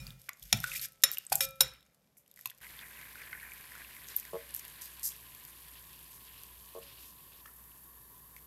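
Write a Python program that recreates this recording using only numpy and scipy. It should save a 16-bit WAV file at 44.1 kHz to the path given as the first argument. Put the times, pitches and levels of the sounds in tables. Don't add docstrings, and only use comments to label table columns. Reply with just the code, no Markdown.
import sys
import numpy as np
from scipy import signal
from scipy.fft import rfft, irfft, next_fast_len
from scipy.io import wavfile

SR = 44100
rng = np.random.default_rng(int(sys.argv[2]) if len(sys.argv) > 2 else 0)


def field_ratio(decibels):
    return 10 ** (np.asarray(decibels, dtype=float) / 20)


def to_wav(s):
    ch = np.atleast_2d(s).T
    pcm = np.round(np.clip(ch, -1, 1) * 32767)
    wavfile.write(sys.argv[1], SR, pcm.astype(np.int16))


N = 373086
T = np.arange(N) / SR
STOVE_FROM_S = 2.612

# time in seconds, spray level in dB.
DRAIN = [(0.0, -62), (0.116, -74), (0.28, -66), (0.285, -73), (0.515, -53), (0.53, -62), (0.716, -43),
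         (0.855, -48.5), (0.899, -67.5), (1.03, -71), (1.04, -50.5), (1.31, -65.5), (1.32, -41.5),
         (1.478, -79), (1.61, -62), (1.81, -76), (2.15, -77), (2.61, -68.5)]
# start in seconds, rumble in dB, gurgle in dB, hold in seconds.
JOLTS = [
    (0.0, -47.5, -62.5, 0.092),
    (0.403, -65, -84, 0.12),
    (0.524, -34.5, -79.5, 0.0043),
    (0.706, -60.5, -82, 0.1),
    (1.041, -60.5, -41, .005),
    (1.312, -54, -69, .16),
    (1.605, -48, -44, .005),
    (2.365, -90, -75, .25),
]
# frequency in Hz, density in dB per Hz.
SPRAY_SPECTRUM = [(880, -42), (1500, -9.5), (4300, -9), (4850, -6.5), (10500, -5.5), (12100, 3),
                  (15700, -18.5), (16500, -48.5)]
# start in seconds, ring in dB, hardness in dB per octave, place on the rim
CLINKS = [
    (0.0, -48, -7.5, 1.04, 1.34),
    (0.5266, -18, -4.5, 1.83, 0.27),
    (1.0361, -15, 2.9, 1.01, 0.57),
    (1.406, -21, -7, 2.51, 1.08),
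    (1.6064, -15.5, -3, 3.64, 0.67),
]
# level in dB, t60 in seconds, low edge in Hz, top edge in Hz.
CRACKS = [
    (-62, 0.045, 730, 9000),
    (-9.5, 0.023, 1670, 8900),
    (-7.5, 0.021, 1230, 14000),
    (-21, 0.035, 680, 17000),
    (-15.5, 0.04, 470, 14000),
]
# frequency in Hz, density in dB per Hz.
CRACK_SPECTRUM = [(180, -63), (300, -22), (3840, -7.5), (4770, -16.5), (5370, -8), (7380, -10),
                  (8160, -14.5), (12400, -9), (16500, -40.5)]
BOWL_HZ = [537, 1330, 2404, 2440, 3770, 3811, 5365, 5450, 7165, 9141, 9930, 10810, 11290, 12080, 13605]
BOWL_T60_S = [0.5, 0.53, 0.24, 0.11, 0.23, 0.12, 0.11, 0.09, 0.063, 0.091, 0.097, .07, 0.053, .06, .045]
BOWL_WAVES = np.array([2, 3, 4, 4, 5, 5, 6, 6, 7, 8, 2, 9, 3, 4, 10])
BOWL_DB = [-43.5, -33.5, -22, -24, -19, -7, 4.5, -8, 0.3, -1.5, -7.5, -5.5, 6, 0.5, 8.5]
BOWL_TURN_RAD = [2.34, .19, 0.85, 2.4, 0.87, 1.6, 1.03, 6, .27, .51, .98, 2.92, 1.68, 3.1, 2.4]
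# start in seconds, level in
# dB, pitch in Hz, t60 in seconds.
KNOCKS = [(0.287, -35, 1510, 0.019), (0.293, -32.5, 1140, 0.014), (0.528, -21, 751, 0.02),
          (0.533, -22.5, 116, 0.093), (0.537, -25.5, 215, 0.049), (0.6402, -22, 1487, 0.041),
          (0.658, -59, 1316, 1), (1.039, -16.5, 1910, 0.014), (1.038, -37.5, 535, 0.06),
          (1.320, -14.5, 785, 0.025), (1.324, -12.5, 1480, 0.0041), (1.324, -28, 2495, 0.03),
          (1.326, -25, 4520, 0.015), (1.356, -16.5, 7590, .01), (1.609, -35.5, 525, 0.12),
          (1.608, -61.5, 1350, 0.061), (2.457, -34, 1057, 0.025), (2.457, -29.5, 2660, 0.019),
          (2.457, -37, 3460, 0.018), (2.457, -39.5, 4280, 0.022), (2.515, -42, 1810, 0.01),
          (2.791, -34, 3500, 0.01), (5.119, -39.5, 3380, 0.0097), (3.328, -38.5, 1510, 0.067),
          (7.456, -46.5, 1743, 0.042), (7.459, -50.5, 2840, 0.016), (1.607, -11.5, 3864, 0.028),
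          (8.365, -37.5, 2200, 0.0079), (0.66, -64.5, 538, 1), (4.335, -42, 170, 0.078),
          (0.0, -53, 2434, .5), (1.61, -51, 62, 0.44), (2.458, -53.5, 125, 0.14), (0.42, -46, 48.2, 0.33),
          (0.62, -50, 130, .6), (1.037, -37.5, 5450, 0.28), (1.037, -41, 3811, 0.33),
          (1.406, -33.5, 5310, 0.15), (1.606, -48, 5320, 0.42), (1.608, -51, 2440, 0.46),
          (0.531, -37, 2355, 0.066), (0.755, -37, 2407, .08), (0.527, -26, 1390, 0.022),
          (0.527, -18, 3700, .015), (0.527, -16, 4280, .015), (0.527, -14.5, 5840, 0.017),
          (0.527, -18, 6820, .015), (1.607, -17, 13560, .07), (4.395, -55, 571, .3), (6.8, -58, 560, .3)]
# start in seconds, peak in dB, pitch in Hz, cycles of
DRIPS = [(0.0678, -29, 4660, 13), (0.0758, -40, 2640, 20), (0.1053, -33.5, 3540, 15),
         (0.2914, -20.5, 2130, 6.3), (0.3323, -35.5, 6900, 13), (0.4239, -40.5, 3350, 49),
         (0.454, -38, 5630, 13), (0.588, -36, 2930, 25), (0.6419, -25.5, 1706, 5.3),
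         (0.7173, -23, 2540, 29), (0.749, -30, 1970, 37), (0.7605, -25, 2390, 5.3),
         (0.7952, -24.5, 4230, 20), (1.1719, -22.5, 2800, 17), (1.2665, -24.5, 8090, 55),
         (1.8074, -49, 3750, 11), (1.8277, -47.5, 3774, 8), (2.374, -42, 2000, 11),
         (2.3914, -38.5, 1850, 5), (2.463, -31.5, 6570, 15), (2.4992, -31, 3370, 8.1),
         (0.5703, -36, 3280, 10), (0.669, -41, 1430, 13), (0.691, -36, 1410, 17), (0.699, -34, 3710, 15),
         (0.735, -28, 2070, 31), (0.775, -30, 2540, 23), (0.8352, -34, 4350, 15), (0.85, -36, 1650, 20),
         (1.864, -52, 6500, 8.3), (1.1157, -12, 14000, 32), (0.641, -26, 9000, 3), (8.364, -52, 3200, 3),
         (2.169, -51.5, 2200, 6), (2.262, -54, 3000, 10), (2.605, -50, 2000, 6), (1.489, -46, 4500, 20)]
# start in seconds, peak in dB.
TICKS = [(0.2169, -39), (0.3965, -42), (0.4374, -33), (0.6025, -19.5), (0.814, -24.5), (0.9208, -38.5),
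         (0.9314, -45.5), (1.1837, -11.5), (1.251, -41), (1.3551, -5.5), (1.4885, -32), (1.508, -34.5),
         (2.278, -48.5), (2.314, -42.5), (2.3401, -49), (2.361, -40), (2.411, -35), (2.4577, -15),
         (2.473, -26.5), (2.5044, -33), (2.548, -50), (2.577, -46), (2.5835, -44), (0.0775, -42),
         (0.1225, -49), (0.371, -48.5), (1.558, -48), (1.565, -53), (1.68, -39), (1.737, -42),
         (1.946, -55.5)]
# start in
# seconds, peak in dB, pitch in Hz, cycles of ring.
POPS = [(2.6445, -33.5, 2130, 14), (2.7906, -45, 1730, 14), (2.8417, -36, 2000, 25),
        (3.1554, -34, 1470, 18), (3.2165, -32.5, 2280, 13), (3.33, -26, 2080, 42), (3.3504, -32, 1790, 36),
        (3.431, -32.5, 1820, 38), (3.4948, -39, 2330, 22), (3.519, -31, 2320, 30), (3.7193, -34, 1840, 19),
        (3.7528, -33, 1480, 12), (3.8467, -35, 2650, 29), (4.0436, -38, 3600, 19),
        (4.086, -30.5, 6500, 3.5), (4.1644, -6.5, 12700, 71), (4.2517, -33, 1970, 4),
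        (7.4588, -38.5, 1270, 16), (2.6672, -34, 2080, 18), (2.8593, -40, 1910, 15),
        (2.9062, -42, 1640, 15), (2.972, -38, 2640, 18), (2.9915, -40, 1640, 17), (3.014, -35, 2230, 14),
        (3.0718, -39, 1620, 15), (3.1257, -40, 2190, 12), (3.3986, -35, 2190, 20), (3.5757, -39, 2230, 15),
        (3.6111, -38, 2290, 15), (3.6749, -40, 2260, 10), (3.7797, -36, 1610, 15), (3.8176, -39, 1600, 13),
        (3.9089, -39, 2060, 15), (3.9663, -35.5, 2060, 13), (4.1249, -42, 1960, 11),
        (4.2292, -40, 2350, 13), (7.46, -43, 3020, 5), (7.477, -42.5, 1800, 25), (7.49, -48, 1350, 25),
        (7.718, -45, 2900, 8), (8.38, -47.5, 2100, 25)]
# start in seconds, peak in dB.
SPITS = [(3.5354, -31), (4.1734, -25), (4.1984, -23), (4.5067, -33), (4.5414, -20), (4.5476, -16),
         (4.5634, -20), (4.6508, -28), (4.6803, -28), (4.8564, -29), (4.9955, -30.5), (5.0424, -33),
         (5.0534, -20), (5.0684, -26), (5.0764, -31), (5.1194, -30), (5.1637, -36), (5.3487, -30),
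         (5.4505, -29.5), (6.4348, -30), (8.3639, -37)]
# start in seconds, length in seconds, tail t60 in seconds, level in dB,
# low edge in Hz.
SPLASHES = [(1.019, .0075, .02, -49.5, 2970), (1.12, 0.026, 0.043, -42.5, 2980),
            (1.297, 0.0049, .017, -49, 2500), (1.321, 0.0097, 0.0091, -23.5, 3274),
            (1.329, .005, 0.55, -43.5, 4950), (1.404, 0.049, 0.018, -33.5, 2270),
            (2.169, .01, .15, -58, 6140), (2.36, 0.15, .06, -63, 1505), (4.161, .0031, 0.13, -38, 10400),
            (4.538, 0.04, .06, -47, 6100), (4.59, 0.0059, .018, -40, 4970), (4.81, 0.017, 0.29, -45, 3500),
            (5.029, 0.051, 0.13, -34, 4850), (6.103, 0.057, 0.082, -56.5, 4300),
            (6.99, 0.12, .05, -58, 2500), (0.569, .005, .02, -42, 5000), (0.609, .003, .015, -43, 8500),
            (0.632, 0.0088, .02, -42, 5000), (0.668, 0.01, .03, -44, 3000), (0.727, 0.013, .03, -44, 2956),
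            (0.748, .036, .02, -40, 2500), (0.794, 0.0053, .015, -41, 1800),
            (0.813, 0.045, .03, -39.5, 1800), (0.884, 0.0036, .03, -52, 8020),
            (0.424, .005, .03, -49.5, 3000), (0.446, 0.039, .05, -61.5, 5030),
            (1.354, .006, .015, -30.5, 5470), (3.107, 0.0027, .01, -57, 4200),
            (3.127, .004, .01, -51, 3500), (3.578, 0.0034, .01, -54, 3000), (0.19, 0.086, .05, -64.5, 2300),
            (7.459, 0.0028, .1, -60, 1000), (2.458, .004, .06, -50, 1000), (4.072, 0.051, .06, -52, 4000),
            (4.17, 0.039, .06, -50.5, 4000), (1.33, .06, .03, -44.5, 6000), (8.365, .003, .1, -59.5, 1500)]
# time in seconds, vigour in dB.
VIGOUR = [
    (2.61, -3),
    (2.81, -1),
    (3.29, 0),
    (4.6, -4),
    (7.02, -22),
    (7.41, -39),
    (7.412, -18.5),
    (7.94, -23),
    (8.46, -23.5),
]
# start in seconds, length in seconds, extra dB for large bubbles,
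# extra dB for small ones.
SURGES = [(2.637, 0.068, 9, 3), (2.775, 0.047, 4, 5), (2.827, 0.052, 8, -13), (2.985, 0.055, 5.5, -1),
          (3.154, 0.045, 4, 0), (3.213, 0.061, 10, 4.5), (3.32, 0.054, 9, -19), (3.423, 0.071, 8, -12),
          (3.496, 0.03, 1, -3), (3.736, 0.083, 10, -3.5), (4.1, 0.042, 12.5, 7), (6.264, 0.17, 8, 8),
          (6.817, 0.21, 11, 9), (7.03, 0.032, -17.5, 5.5), (7.322, 0.1, -5, 16)]
# frequency in Hz, density in dB per Hz.
FIZZ_SPECTRUM = [(1470, -41), (2500, -8.5), (3510, -8.5), (3860, -14), (6650, -2.5), (10200, 5),
                 (11800, 9.5), (15100, -4), (16100, -36), (16500, -48)]
# frequency in Hz, density in dB per Hz.
FLAME_SPECTRUM = [(41, -8), (70, 9), (445, 2), (835, -34), (1090, 2.5), (1310, -9), (1810, -0.5),
                  (2210, -22), (2710, -8), (9000, -19), (11700, -83), (19800, -120)]
# pitch in Hz, bandwidth in Hz, level in dB.
JETS = [(116, 7.2, -77.5), (153.2, 15, -75), (1015, 150, -69), (1790, 190, -79), (4520, 150, -81),
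        (7150, 90, -88), (11970, 1700, -58), (3700, 120, -82.5), (1112, 34, -76.5)]
# start in seconds, level in dB, slip spacing in seconds.
CREAKS = [
    (4.332, -37.5, 0.0108),
    (6.75, -44.5, .0109),
]
SLIP_DB = [-2, 0, -2, -4]
# frequency in Hz, level in dB, t60 in seconds.
JOINT = [(461, 5.5, 0.043), (600, 8.5, 0.021), (1072, 3.5, 0.052), (667, -16, 0.01), (571, -14, 0.29),
         (880, -1, .03)]
# frequency in Hz, density in dB per Hz.
QUIET_SPECTRUM = [(18, -54), (30, -24), (190, -4), (229, -9.5), (332, -16), (533, -10), (928, -19),
                  (12700, -39.5), (16500, -43)]


def rms_one(x):
    return x / np.sqrt(np.mean(x ** 2) + 1e-20)


def in_time(rows):
    s, *columns = np.transpose(rows)
    return [np.interp(T, s, c) for c in columns]


def drift(rate):
    r = np.exp(-80 * np.pi * rate / SR)
    noise = rng.standard_normal(N // 40 + 2002)
    slow = signal.lfilter([1], [1, -2 * r, r * r], noise)[2000:]
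    return np.interp(np.arange(N) / 40, np.arange(len(slow)), rms_one(slow))


def ring(clicks, hz, t60):
    r, w = field_ratio(-60 / (t60 * SR)), 2 * np.pi * hz / SR
    return signal.lfilter([0, np.sin(w)], [1, -2 * r * np.cos(w), r * r], clicks + 1e-18)


def colour(x, spectrum):
    hz, db = np.transpose(spectrum)
    size = next_fast_len(len(x))
    grid = np.fft.rfftfreq(size, 1 / SR) + 1
    gain = field_ratio(np.interp(np.log(grid), np.log(hz), db))
    return rms_one(irfft(rfft(x, size) * gain, size)[:len(x)])


def high(x, hz, order=3):
    return signal.sosfilt(signal.butter(order, hz, "high", fs=SR, output="sos"), x)


def low(x, hz):
    return signal.sosfilt(signal.butter(2, min(hz, .45 * SR), fs=SR, output="sos"), x)


def add(out, s, piece):
    i = round(s * SR)
    out[i:i + len(piece)] += piece[:N - i]


def grains(per_s, spread_db, size=N):
    sizes = field_ratio(spread_db * np.minimum(rng.exponential(1, size), 5))
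    signs = rng.choice([-1, 1], size)
    return sizes * signs * (rng.random(size) < per_s / SR)


def bubbles(per_s, low_hz, high_hz, cycles, spread_db, clump_db, count=14):
    born = grains(per_s * field_ratio(clump_db * drift(19)), spread_db)
    dealt = rng.integers(0, count, N)
    pitches = np.geomspace(low_hz, high_hz, count)
    return rms_one(sum(ring(born * (dealt == k), hz, cycles / hz) for k, hz in enumerate(pitches)))


def fizz(per_s, spread_db, smooth, spectrum):
    crackle = bubbles(per_s, 2600, 14000, 4.2, spread_db, clump_db=4.5, count=7)
    return colour(crackle + smooth * rng.standard_normal(N), spectrum)


def jolted(column, fall_db_per_s):
    total = np.zeros(N)
    for row in JOLTS:
        start, hold = row[0], row[3]
        total += field_ratio(row[column] - fall_db_per_s * np.maximum(T - start - hold, 0)) * (T >= start)
    return total


def slosh():
    spray_db, = in_time(DRAIN)
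    shake = jolted(1, fall_db_per_s=152) + field_ratio(-79.5)
    drain_gurgle_db = -48 + 2.2 * (spray_db + 39)
    gurgle = jolted(2, fall_db_per_s=122) + field_ratio(drain_gurgle_db)
    hand = [(30, -22), (48, 1.5), (95, -13.5), (125, 4), (200, -11.0), (300, -31.0)]   # Hz, dB per Hz
    rumble = field_ratio(-2.5) * shake * colour(rng.standard_normal(N), hand)
    gurgling = field_ratio(-5.0) * gurgle * bubbles(900, 1300, 4900, 24, 1.6, clump_db=4)
    spray = field_ratio(spray_db - 2.5) * fizz(5000, 5, 0.83, SPRAY_SPECTRUM)
    return (rumble + gurgling + spray) * (T < STOVE_FROM_S)


def clinks():
    out, click, t = np.zeros(N), np.eye(1, SR // 2)[0], T[:SR // 2]
    contact = np.minimum(t / 0.0014, 1)
    hz_all = np.array(BOWL_HZ)
    signs = (-1) ** np.arange(len(hz_all))
    next_starts = [row[0] for row in CLINKS[1:]] + [9]
    for row, (crack_db, crack_t60, edge_hz, top_hz), next_s in zip(CLINKS, CRACKS, next_starts):
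        s, db, hardness_db, place, share = row
        reach = np.abs(np.cos(np.array(BOWL_WAVES) * place - np.array(BOWL_TURN_RAD))) + .06
        drive = signs * reach * field_ratio(db + np.array(BOWL_DB) + hardness_db * np.log2(hz_all / 4000))
        modes = np.zeros(len(t))
        for hz, gain, full_t60 in zip(BOWL_HZ, drive, BOWL_T60_S):
            t60 = share * full_t60
            after = field_ratio(-25) / (1 + (hz / 6500) ** 4)
            modes += gain * (ring(click, hz, t60) + after * ring(click, hz, 3.3 * t60))
        stilled = field_ratio(-60 * np.maximum(s + t - next_s, 0) / .05)
        add(out, s, contact * modes * stilled)
        crack = colour(rng.standard_normal(4096), CRACK_SPECTRUM)
        crack = crack * field_ratio(crack_db - 60 * T[:4096] / crack_t60) * contact[:4096]
        add(out, s, low(high(crack, edge_hz, order=5), top_hz))
    return out


def knocks():
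    out, click, t = np.zeros(N), np.eye(1, SR // 2)[0], T[:SR // 2]
    for s, db, hz, t60 in KNOCKS:
        noise = rng.standard_normal(SR // 2)
        puff = rms_one(high(ring(noise, hz, 3.3 / hz), 1.5 * hz))
        puff = puff * field_ratio(-4.5 - 60 * t / min(0.36 * t60, .05))
        swing_up = np.minimum(hz * t / 1.7, 1)
        add(out, s, field_ratio(db) * (ring(click, hz, t60) + puff) * swing_up)
    return out


def trapped(rows):
    return [(*row, 1 - 0.4593 * row[3]) for row in rows]


def films(rows):
    pitched = []
    for s, db in rows:
        hz = 11850 * (1 + 0.048 * rng.standard_normal())
        pitched.append((s, db, hz, 44, -17 - 0.38 * db))
    return pitched


def drops(rows):
    out, t = np.zeros(N), T[:1024]
    for s, db, hz, cycles, snap_db in rows:
        turns = hz * t
        t60 = max(cycles, 1.5) / hz + 0.0037
        swing = field_ratio(-60 * t / t60) * (1 - np.exp(-turns / 0.6))
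        bubble = np.sin(2 * np.pi * turns * (1 + 0.00084 * turns)) * swing / swing.max()
        noise = high(colour(rng.standard_normal(1024), SPRAY_SPECTRUM), 0.25 * hz)
        snap = field_ratio(snap_db - 1.5 - 60 * t / 0.013) * noise
        add(out, s, field_ratio(db - 7.0) * (bubble + snap))
    return out


def splashes():
    out, t = np.zeros(N), T[:8192]
    for s, length, t60, db, edge_hz in SPLASHES:
        crackle = rms_one(grains(5000, 3.8, size=8192)) + 0.4 * rng.standard_normal(8192)
        swell = np.minimum(t / min(0.42 * length, .004), 1)
        fall = field_ratio(db - 60 * np.maximum(t - length, 0) / t60)
        add(out, s, swell * fall * high(colour(crackle, SPRAY_SPECTRUM), edge_hz, order=6))
    return out


def rubbed_bowl(rub):
    rub = rub[:3 * SR] * (T[:3 * SR] < STOVE_FROM_S)
    sung = sum(ring(rub, hz, 0.36 * t60) for hz, t60 in zip(BOWL_HZ[2:9], BOWL_T60_S[2:9]))
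    return field_ratio(-46.0) * np.pad(sung, (0, N - 3 * SR))


def boil_state():
    vigour_db, = in_time(VIGOUR)
    calm_db = np.minimum(vigour_db + 5.5, 0)
    beside = T > 7.411
    return vigour_db, calm_db, beside


def boiling():
    vigour_db, calm_db, beside = boil_state()
    large_db = -58 + vigour_db
    small_db = -61.5 + 0.27 * calm_db - 21 * beside
    for s, length, more_large_db, more_small_db in SURGES:
        surge = np.interp(T, [s - .008, s, s + length, s + length + 0.021], [0.026, 0.53, 0.48, 0.017])
        large_db = large_db + more_large_db * surge
        small_db = small_db + more_small_db * surge
    large = field_ratio(large_db - 0.5) * low(bubbles(600, 1586, 2490, 27, 0.66, clump_db=3.0), 5180)
    small = field_ratio(small_db) * bubbles(1500, 2640, 5110, 14.0, 1.7, clump_db=3.0)
    return large + small


def flame():
    return field_ratio(-62.5 - 6.0 + 0.58 * drift(24)) * colour(rng.standard_normal(N), FLAME_SPECTRUM)


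def narrow(hz, width_hz, db):
    return field_ratio(db) * rms_one(ring(rng.standard_normal(N), hz, 4.2 / width_hz))


def fan():
    level = field_ratio(-63.5 + 2.1 * drift(2.7))
    phase = 2 * np.pi * np.cumsum(59.4 + 0.49 * drift(2.6)) / SR
    return level * np.sin(phase)


def pot_fizz():
    _, calm_db, beside = boil_state()
    fizz_db = -55 + .19 * calm_db - 3 * beside
    return field_ratio(fizz_db - 2.5) * fizz(2500, 5.3, 1.03, FIZZ_SPECTRUM)


def stove():
    burning = boiling() + flame()
    whistles = sum(narrow(*jet) for jet in JETS)
    return (burning + whistles + fan() + pot_fizz()) * (T >= STOVE_FROM_S)


def creaks():
    slips = np.zeros(N)
    for s, db, spacing in CREAKS:
        for k, slip_db in enumerate(SLIP_DB):
            add(slips, s + k * spacing, field_ratio(db + slip_db) * np.hanning(36) / 18)
        rub = rng.standard_normal(2000) * np.hanning(2000)
        add(slips, s, field_ratio(db - 37.0) * rub)
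    return sum(field_ratio(db) * ring(slips, hz, t60) for hz, db, t60 in JOINT)


def kitchen(x):
    t = T[:SR // 2]
    tail = rng.standard_normal(len(t)) * field_ratio(-60 * t / 0.28) * (t > .004)
    tail = signal.sosfilt(signal.butter(1, 2200, fs=SR, output="sos"), tail)
    return signal.fftconvolve(x, tail / np.sqrt(np.sum(tail ** 2)))[:N]


def scene():
    water, tearing = slosh(), splashes()
    struck = clinks() + knocks()
    small_sounds = drops(trapped(DRIPS + POPS) + films(TICKS + SPITS))
    near = struck + small_sounds + tearing
    far = low(low(high(creaks(), 367, order=6), 1450), 1450)
    floor = field_ratio(-73 - 2.5) * colour(rng.standard_normal(N), QUIET_SPECTRUM)
    echoes = field_ratio(-17.5) * kitchen(near + field_ratio(-5) * far)
    singing = rubbed_bowl(water + field_ratio(-0.5) * tearing)
    return (near + far + echoes + water + singing + stove() + floor)[None]


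def roll_off(x):
    return signal.sosfilt(signal.butter(12, 16650, fs=SR, output="sos"), x)


def record(dry):
    peak_limit = .8
    rounded = peak_limit * np.tanh(dry / peak_limit)
    steep = signal.cheby2(10, 45, 16500, fs=SR, output="sos")
    mix = signal.sosfilt(steep, rounded)
    return roll_off(mix)


dry = scene()
out = record(dry)
to_wav(out)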